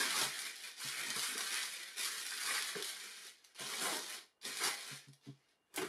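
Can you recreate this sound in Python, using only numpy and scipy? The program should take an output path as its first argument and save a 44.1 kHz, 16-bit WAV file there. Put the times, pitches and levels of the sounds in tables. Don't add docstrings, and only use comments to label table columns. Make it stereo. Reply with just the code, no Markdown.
import sys
import numpy as np
from scipy import signal
from scipy.fft import rfft, irfft
from scipy.io import wavfile
from scipy.ndimage import uniform_filter1d

SR = 44100
rng = np.random.default_rng(int(sys.argv[2]) if len(sys.argv) > 2 else 0)


def inscribe(sig):
    pcm = np.round(np.clip(np.atleast_2d(sig).T, -1, 1) * 32767)
    wavfile.write(sys.argv[1], SR, pcm.astype(np.int16))


N = 259308
TIME = np.arange(N) / SR


def undb(db):
    return 10 ** (np.asarray(db) / 20)


def unit(x):
    return x / np.sqrt(np.mean(x ** 2))


def fade(t, t60):
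    return np.exp(-np.log(1000) * t / t60)


def convolve(x, response):
    return signal.fftconvolve(x, response)[:len(x)]


def filter_sos(x, order, hz, kind="lowpass"):
    return signal.sosfilt(signal.butter(order, hz, kind, fs=SR, output="sos"), x)


def colour(x, points, size=4096):
    hz, db = np.transpose(points)
    bins_hz = np.fft.rfftfreq(size, 1 / SR)
    gain = unit(undb(np.interp(np.log(bins_hz + 1), np.log(hz), db)))
    cepstrum = irfft(np.log(gain))
    cepstrum[1:size // 2] *= 2
    cepstrum[size // 2 + 1:] = 0
    return convolve(x, irfft(np.exp(rfft(cepstrum))))


def walk(rate):
    k = int(SR / rate)
    steps = np.repeat(rng.standard_normal(N // k + 1), k)
    return unit(uniform_filter1d(steps, k)[:N])


def burst(t60):
    t = np.arange(int(t60 * SR)) / SR
    envelope = fade(t, t60)
    ring = rng.standard_normal(SR)[:len(t)] * envelope
    for _ in range(3):
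        even = irfft(np.exp(1j * np.angle(rfft(ring))), len(t))
        power = uniform_filter1d(even ** 2, size=len(t) // 8)
        ring = even * envelope / np.sqrt(np.abs(power) + 1e-15)
    return ring


def add(track, s, sound):
    i = int(s * SR)
    track[i:i + len(sound)] += sound[:N - i]


def paper():
    # f/Hz, level/dB
    wall_colour = [(40, -38.5), (92, -24), (135, -13), (200, -0.5), (320, 0.5), (405, 7), (510, 2),
                   (660, 2.5), (1020, 3), (1400, 3.5), (3000, -34.5)]
    creases_db, sheets_db, walls_db = 0.45, 0.7, -0.5
    effort, flex, pressure = handling()
    crease_db = 20 * np.log10(effort)
    clicks = buckling(per_s=1400, spread_db=2.0, flurry_db=0.0, shift_db=1.0, count=24)
    walls = colour(facets(clicks, t60=0.063), wall_colour)
    ticking = effort * creases(clicks, crease_db, firm_db=-45.5, dulling=0.42)
    ringing = flex * sheets(clicks, crease_db)
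    return undb(creases_db) * ticking + undb(sheets_db) * ringing + undb(walls_db) * pressure * walls


def handling():
    # the top sheet is swept aside; from 0.42 s fingers find the shoe and draw it out;
    # from 1.96 s its wrapping is peeled off; from 3.55 s the paper is stuffed back, from 4.41 s pressed
    # flat; at 5.2 s it stirs as the box is nudged.
    # t/s, attack/s, hold/s, crease level/dB, flexing of sheets re creases/dB, pressure on the box
    # re creases/dB, spring-back re push/dB, spring-back hold/s
    strokes = [ (0.0, 0.00067, 0.0025, -36, -1, -4.5, -4.5, 0.18),
               (0.123, 0.066, 0.037, -38, -1, -10.5, -8.5, 0.2),
               (0.422, 0.033, 0.022, -47.5, 0, -13, -7, 0.069),
               (0.562, 0.02, 0.04, -53.5, -13, -15, -3, 0.03),
               (0.613, 0.04, 0.032, -51, -0.5, -11.5, -9, 0.09),
               (0.753, 0.064, 0.058, -44.5, -6, -15.5, -2, 0.13),
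               (0.921, 0.14, 0.044, -46, 2.5, -7, -5.5, 0.045),
               (1.125, 0.036, 0.077, -41.5, -5, -14, -3.5, 0.11),
               (1.366, 0.0043, 0.035, -44.5, -0.5, -11, -1, 0.12),
               (1.51, 0.026, 0.1, -43, -1, -14, -6, 0.18), (1.786, 0.029, 0.066, -57.5, -3, -13, 1.5, 0.14),
               (1.958, 0.022, 0.067, -42.5, -6.5, -16.5, -3, 0.17),
               (2.24, 0.012, 0.16, -46.5, -4.5, -16, -4, 0.047),
               (2.364, 0.12, 0.1, -42.5, 0, -12, -3, 0.12),
               (2.695, 0.071, 0.047, -48, -1.5, -9, -14, 0.028),
               (2.837, 0.0055, 0.058, -46, -8, -14, -5.5, 0.18),
               (3.008, 0.03, 0.24, -53.5, -6.5, -14, -16.5, 0.23),
               (3.545, 0.0068, 0.04, -57, -23, -13, -10, .03),
               (3.575, 0.025, 0.1, -47, -5.5, -6, 1.5, 0.18),
               (3.683, 0.2, 0.075, -42.5, -9, -1, -12, 0.056),
               (3.988, 0.047, 0.13, -48, -8, -10, -29, 0.068),
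               (4.411, 0.005, 0.017, -61, -10, -12.5, 5, 0.024),
               (4.428, 0.023, 0.017, -47, -13, -7, -1, 0.12),
               (4.574, 0.074, 0.025, -37.5, -2, -6, -13, 0.24),
               (4.871, 0.032, 0.062, -52.5, -8, -13.5, -13, 0.078),
               (5.204, 0.053, 0.021, -64.5, -17, -8, -14.5, 0.24)]
    spring_flex_db, spring_pressure_db = -2.5, -15.5
    power = np.zeros((3, N))
    for s, attack, hold, db, flex_db, pressure_db, spring_db, spring_s in strokes:
        push = undb(db) * gesture(s, attack, hold)
        power += np.outer(undb([0, flex_db, pressure_db]), push) ** 2
        spring = undb(db + spring_db) * gesture(s + hold, attack, spring_s)
        left_pressure_db = (pressure_db + spring_pressure_db) / 2
        power += np.outer(undb([0, spring_flex_db, left_pressure_db]), spring) ** 2
    return np.sqrt(power + 1e-14)


def gesture(start, attack, hold):
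    release_t60_s = 0.22
    t = TIME - start
    return np.clip(t / attack, 0, 1) * fade(np.maximum(t - attack - hold, 0), release_t60_s)


def buckling(per_s, spread_db, flurry_db, shift_db, count):
    flurry = undb(flurry_db * walk(70))
    trains = np.zeros((count, N))
    for train in trains:
        when, size, side = rng.random((int(per_s * N / SR / count), 3)).T
        train[(when * N).astype(int)] = np.sign(side - .5) * undb(-spread_db * np.log(size + 0.023))
        train *= flurry * undb(shift_db * walk(12))
    power = uniform_filter1d(np.sum(trains ** 2, axis=0), int(.06 * SR))
    return trains / np.sqrt(np.abs(power) + 1e-9)


def facets(trains, t60):
    rings = [burst(t60 * rng.uniform(0.41, 1.66)) for _ in trains]
    answers = (signal.oaconvolve(train, ring / np.linalg.norm(ring))[:N] for train, ring in zip(trains, rings))
    return unit(sum(answers))


def creases(clicks, crease_db, firm_db, dulling):
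    # f/Hz, level/dB
    crease_colour = [(500, -63), (1500, -6), (2900, -2.5), (3800, -1), (5200, -3), (6500, -6), (8200, -8),
                     (9500, -3.5), (11000, -7), (12200, -11), (12600, -16.5), (15000, -31)]
    crinkle_db = -4.5
    crinkle_merge = .25
    ticks = facets(clicks, t60=0.0043) + undb(-5) * rng.standard_normal(N)
    share = undb(crinkle_db - crinkle_merge * np.maximum(crease_db - firm_db, 0))
    runs = avalanches(per_s=130, spread_db=8.5, length_s=0.0054)
    crunch = np.hypot(1, share * runs) / np.hypot(1, share)
    sound = colour(ticks * crunch, crease_colour)
    body = signal.sosfiltfilt(signal.butter(4, 6300, fs=SR, output="sos"), sound)
    treble = sound - body
    treble_db = np.clip(dulling * (crease_db - firm_db), -7, .3) + 1.15 * walk(35)
    return body + undb(treble_db) * treble


def avalanches(per_s, spread_db, length_s):
    triggers = np.zeros(N)
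    when, size = rng.random((int(per_s * N / SR), 2)).T
    triggers[(when * N).astype(int)] = undb(spread_db * size) ** 2
    swell = np.hanning(int(length_s * SR)) ** 2
    return unit(np.sqrt(np.abs(signal.fftconvolve(triggers, swell, "same"))))


def sheets(clicks, crease_db):
    # f/Hz, level/dB
    sheet_colour = [(600, -8.5), (1000, -3), (1450, -2.5), (2000, -1.5), (2400, -2), (2900, -10.5)]
    wad_hz = 1435
    opening_db, octave_db = -49.5, 12.5
    hz = np.geomspace(600, 2900, num=10)
    lowest_hz = wad_hz * .5 ** (np.maximum(crease_db - opening_db, 0) / octave_db)
    level = undb(np.interp(hz, *np.transpose(sheet_colour))) * np.sqrt(hz / 6500)
    weight = level[:, None] / (1 + (lowest_hz / hz[:, None]) ** 12)
    return np.sum(weight * patches(facets(clicks, t60=.016), hz, patchy_db=-1.77, rate=24), axis=0)


def patches(noise, centres_hz, patchy_db, rate):
    edge = np.sqrt(centres_hz[1] / centres_hz[0])
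    bands = [filter_sos(noise, 3, (hz / edge, hz * edge), "bandpass") for hz in centres_hz]
    return np.array([unit(band * undb(patchy_db * walk(rate))) for band in bands])


def snaps():
    # t/s, crack level/dB
    snap_events = [(0.2142, -24.5), (0.5575, -41), (0.6375, -36.5), (0.8168, -43), (0.887, -30),
                   (1.1037, -26.5), (1.1943, -28), (1.3798, -30), (1.5436, -27), (1.8326, -42),
                   (1.878, -42), (1.9814, -34), (2.0473, -30.5), (2.1814, -37), (2.2659, -30),
                   (2.4613, -29.5), (2.6233, -28), (2.8245, -27.5), (3.4426, -55.5), (3.5478, -57),
                   (3.5961, -42), (3.7968, -33), (4.0178, -40.5), (4.4149, -55), (4.5712, -29.5),
                   (5.075, -62), (5.128, -60.5), (5.485, -73)]
    flurry_db, flurry_growth = -26.5, 0.63
    out = np.zeros(N)
    for s, crack_db in snap_events:
        add(out, s, undb(crack_db) * burst(t60=0.0066))
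        flurry = burst(t60=0.17)
        ticks = unit(undb(7.2 * walk(700)[:len(flurry)]))
        add(out, s, undb(flurry_db + flurry_growth * crack_db) * flurry * ticks)
    return colour(out, [(200, -22.5), (900, -11.0), (1900, -3.5), (4500, 5.0), (7500, -5.0),
                        (10500, 0.5), (12200, -8.5), (13000, -23.5), (15000, -33.0)])


def folds(t60, ring_db):
    # t/s, pitch f/Hz, level/dB
    fold_events = [(0.125, 860, -34), (0.465, 2150, -36.5), (0.6375, 2070, -32), (1.832, 1957, -38.5),
                   (1.879, 1920, -40.5), (2.3172, 1557, -26.5), (2.3785, 1540, -32), (2.508, 1950, -26.5),
                   (2.549, 1560, -26), (2.579, 1960, -26.5), (2.751, 1500, -27.5), (4.668, 860, -27)]
    out = np.zeros(N)
    for s, hz, db in fold_events:
        pop = burst(t60)
        t = np.arange(len(pop)) / SR
        ring = undb(ring_db) * np.sin(2 * np.pi * hz * t) * fade(t, t60)
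        add(out, s, undb(db) * filter_sos(pop + ring, 2, (hz * .77, hz * 1.3), "bandpass"))
    return out


def knocks(push_cycles, judder_db):
    # t/s, strength level/dB, hardness of the contact f/Hz, rocking/s, extra level of the floor's thud/dB
    knock_events = [(0.01, -55, 535, 0.079, -14), (0.211, -50, 1030, .012, 2), (0.238, -46, 225, 0.03, -1),
                    (0.838, -42, 217, 0.014, 1.5), (0.945, -61, 170, .07, 3),
                    (1.055, -51.5, 341, .05, -6.5), (1.154, -43.5, 334, 0.008, -4),
                    (1.28, -50, 280, 0.055, -19), (1.345, -54, 440, 0.022, -12),
                    (2.75, -47.5, 530, 0.0046, -20), (3.601, -52, 440, 0.032, 1.5),
                    (3.812, -50.5, 428, 0.04, -26), (4.451, -54.5, 432, 0.054, -6.5),
                    (4.899, -41.5, 162, 0.029, 2.5), (5.06, -48.5, 175, 0.037, 6),
                    (5.261, -44, 315, 0.033, 4.5), (5.772, -57.5, 720, .005, -4),
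                    (5.811, -48, 480, 0.019, -4)]
    # f/Hz, level/dB, t60/s
    box_modes = [(137.7, -4.5, 0.19), (218.2, -8.5, 0.12), (273, -2.5, 0.1), (394, -7.5, 0.17),
                 (460, -12, 0.072), (675, -17.5, 0.1), (1030, -7.5, .1)]
    # f/Hz, level/dB
    clatter_colour = [(60, -41.5), (110, -24.5), (165, 0.5), (320, 0.5), (410, 11), (520, 1.5), (700, 10),
                      (1900, -6), (3000, -17), (10000, -17.5)]
    rattle_hz, rattle_db = 495, 2
    box_low_hz = 115.5
    t = np.arange(SR // 2) / SR
    ring, clatter = np.zeros(N), np.zeros(N)
    for s, knock_db, hard_hz, rock_s, thud_db in knock_events:
        push = 1 - np.exp(-(t * hard_hz / push_cycles) ** 2)
        judder = undb(judder_db * walk(120)[:len(t)] * fade(t, .4))
        for k, (hz, db, t60) in enumerate(box_modes):
            mode_db = knock_db + db + (thud_db if k == 0 else 0)
            detune, phase = rng.standard_normal(2)
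            tone = np.sin(2 * np.pi * (hz * (1 + 0.015 * detune) * t + phase))
            mode = tone * fade(np.maximum(t - rock_s, 0), t60)
            add(ring, s, undb(mode_db) / (1 + (hz / hard_hz) ** 2) * mode * push * judder)
        shake = filter_sos(colour(burst(t60=0.12), clatter_colour), 4, hard_hz)
        shake *= push[:len(shake)]
        add(clatter, s, undb(knock_db + rattle_db) / (1 + (rattle_hz / hard_hz) ** 6) * unit(shake))
    return filter_sos([ring, clatter], 4, box_low_hz, "highpass")


def lid():
    # t/s, level/dB
    slide = [(5.6, -100), (5.738, -68), (5.743, -54), (5.758, -45.5), (5.765, -49), (5.779, -35.5),
             (5.792, -43), (5.805, -40.5), (5.835, -43), (5.88, -49)]
    # t/s, level/dB
    catches = [(5.741, -50), (5.761, -35.5), (5.769, -52)]
    # f/Hz, level/dB
    scrape_colour = [(60, -50.5), (150, -18.5), (300, -10.5), (400, -1), (480, -24.5), (710, -11),
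                     (820, -19), (1550, -11.5), (2000, -18), (2350, -14), (5000, -25.5), (11400, -27.5),
                     (15000, -54)]
    slips = buckling(per_s=1500, spread_db=1.0, flurry_db=3.5, shift_db=0.0, count=8)
    slide_gain = undb(np.interp(TIME, *np.transpose(slide), left=-140))
    scrape = colour(facets(slips, t60=0.01), scrape_colour) * slide_gain
    crack = colour(burst(t60=0.054), [(500, -14), (2000, -9), (11000, 0), (15000, -10)])
    for s, db in catches:
        add(scrape, s, undb(db) * crack)
    return scrape


def hollow(x):
    standing_hz = [537, 1048, 1392, 1555, 1990]
    width_hz, lift_db = 22, 3.5
    rings = sum(signal.lfilter(*signal.iirpeak(hz, hz / width_hz, fs=SR), x) for hz in standing_hz)
    return x + (undb(lift_db) - 1) * rings


def room(x, wet_db, near_db, side_db, t60):
    mid = undb(wet_db) * reflections(x, t60)
    side = undb(wet_db) * reflections(x, t60) + undb(near_db) * reflections(x, t60=.03)
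    side = undb(side_db) * colour(side, [(100, -4.5), (330, -10.0), (550, -1.0), (2000, -0.5),
                                         (7000, 0.5), (10000, 0.5), (12500, 5), (20000, 5)])
    return np.array([x + mid + side, x + mid - side]) / np.sqrt(1 + undb(2 * wet_db))


def reflections(x, t60, count=9):
    places = np.array([walk(30) for _ in range(count)])
    places /= np.linalg.norm(places, axis=0)
    tails = [burst(t60) for _ in places]
    return sum(convolve(x * place, tail / np.linalg.norm(tail)) for place, tail in zip(places, tails))


def background():
    # f/Hz, level/dB
    hush_colour = [(30, -20), (70, -7.5), (140, -9), (400, 0.5), (700, -2.5), (2000, -11), (5000, -23),
                   (11500, -21), (12500, -37), (15000, -31.5)]
    hiss_hz, hiss_width_hz, hiss_db = 2810, 120, -87
    middle, sides = (colour(rng.standard_normal(N), hush_colour) for _ in range(2))
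    hush = middle + undb(-5.0) * sides * np.array([[1], [-1]])
    edges_hz = (hiss_hz - hiss_width_hz / 2, hiss_hz + hiss_width_hz / 2)
    hiss = unit(filter_sos(rng.standard_normal(N), 2, edges_hz, "bandpass"))
    return undb(-80.5) * hush + undb(hiss_db) * hiss


def scene():
    ring, clatter = knocks(push_cycles=3.35, judder_db=3)
    in_box = hollow(paper() + snaps() + clatter + lid())
    pops = folds(t60=0.09, ring_db=-15.5)
    sound = room(in_box + pops, wet_db=1.0, near_db=-0.5, side_db=-5.5, t60=.24)
    balance = undb(np.array([[-.2], [.2]]))
    return (sound + ring) * balance + background()


def record(dry):
    # f/Hz, width/Hz, level/dB
    housing_dips = [(574, 44, -23), (2664, 217, -13.5)]
    top_hz = 15500
    for hz, width_hz, depth_db in housing_dips:
        band = signal.lfilter(*signal.iirpeak(hz, hz / width_hz, fs=SR), dry)
        dry = dry - (1 - undb(depth_db)) * band
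    return signal.sosfilt(signal.ellip(8, .2, 70, top_hz, fs=SR, output="sos"), dry)


dry = scene()
out = record(dry)
inscribe(out)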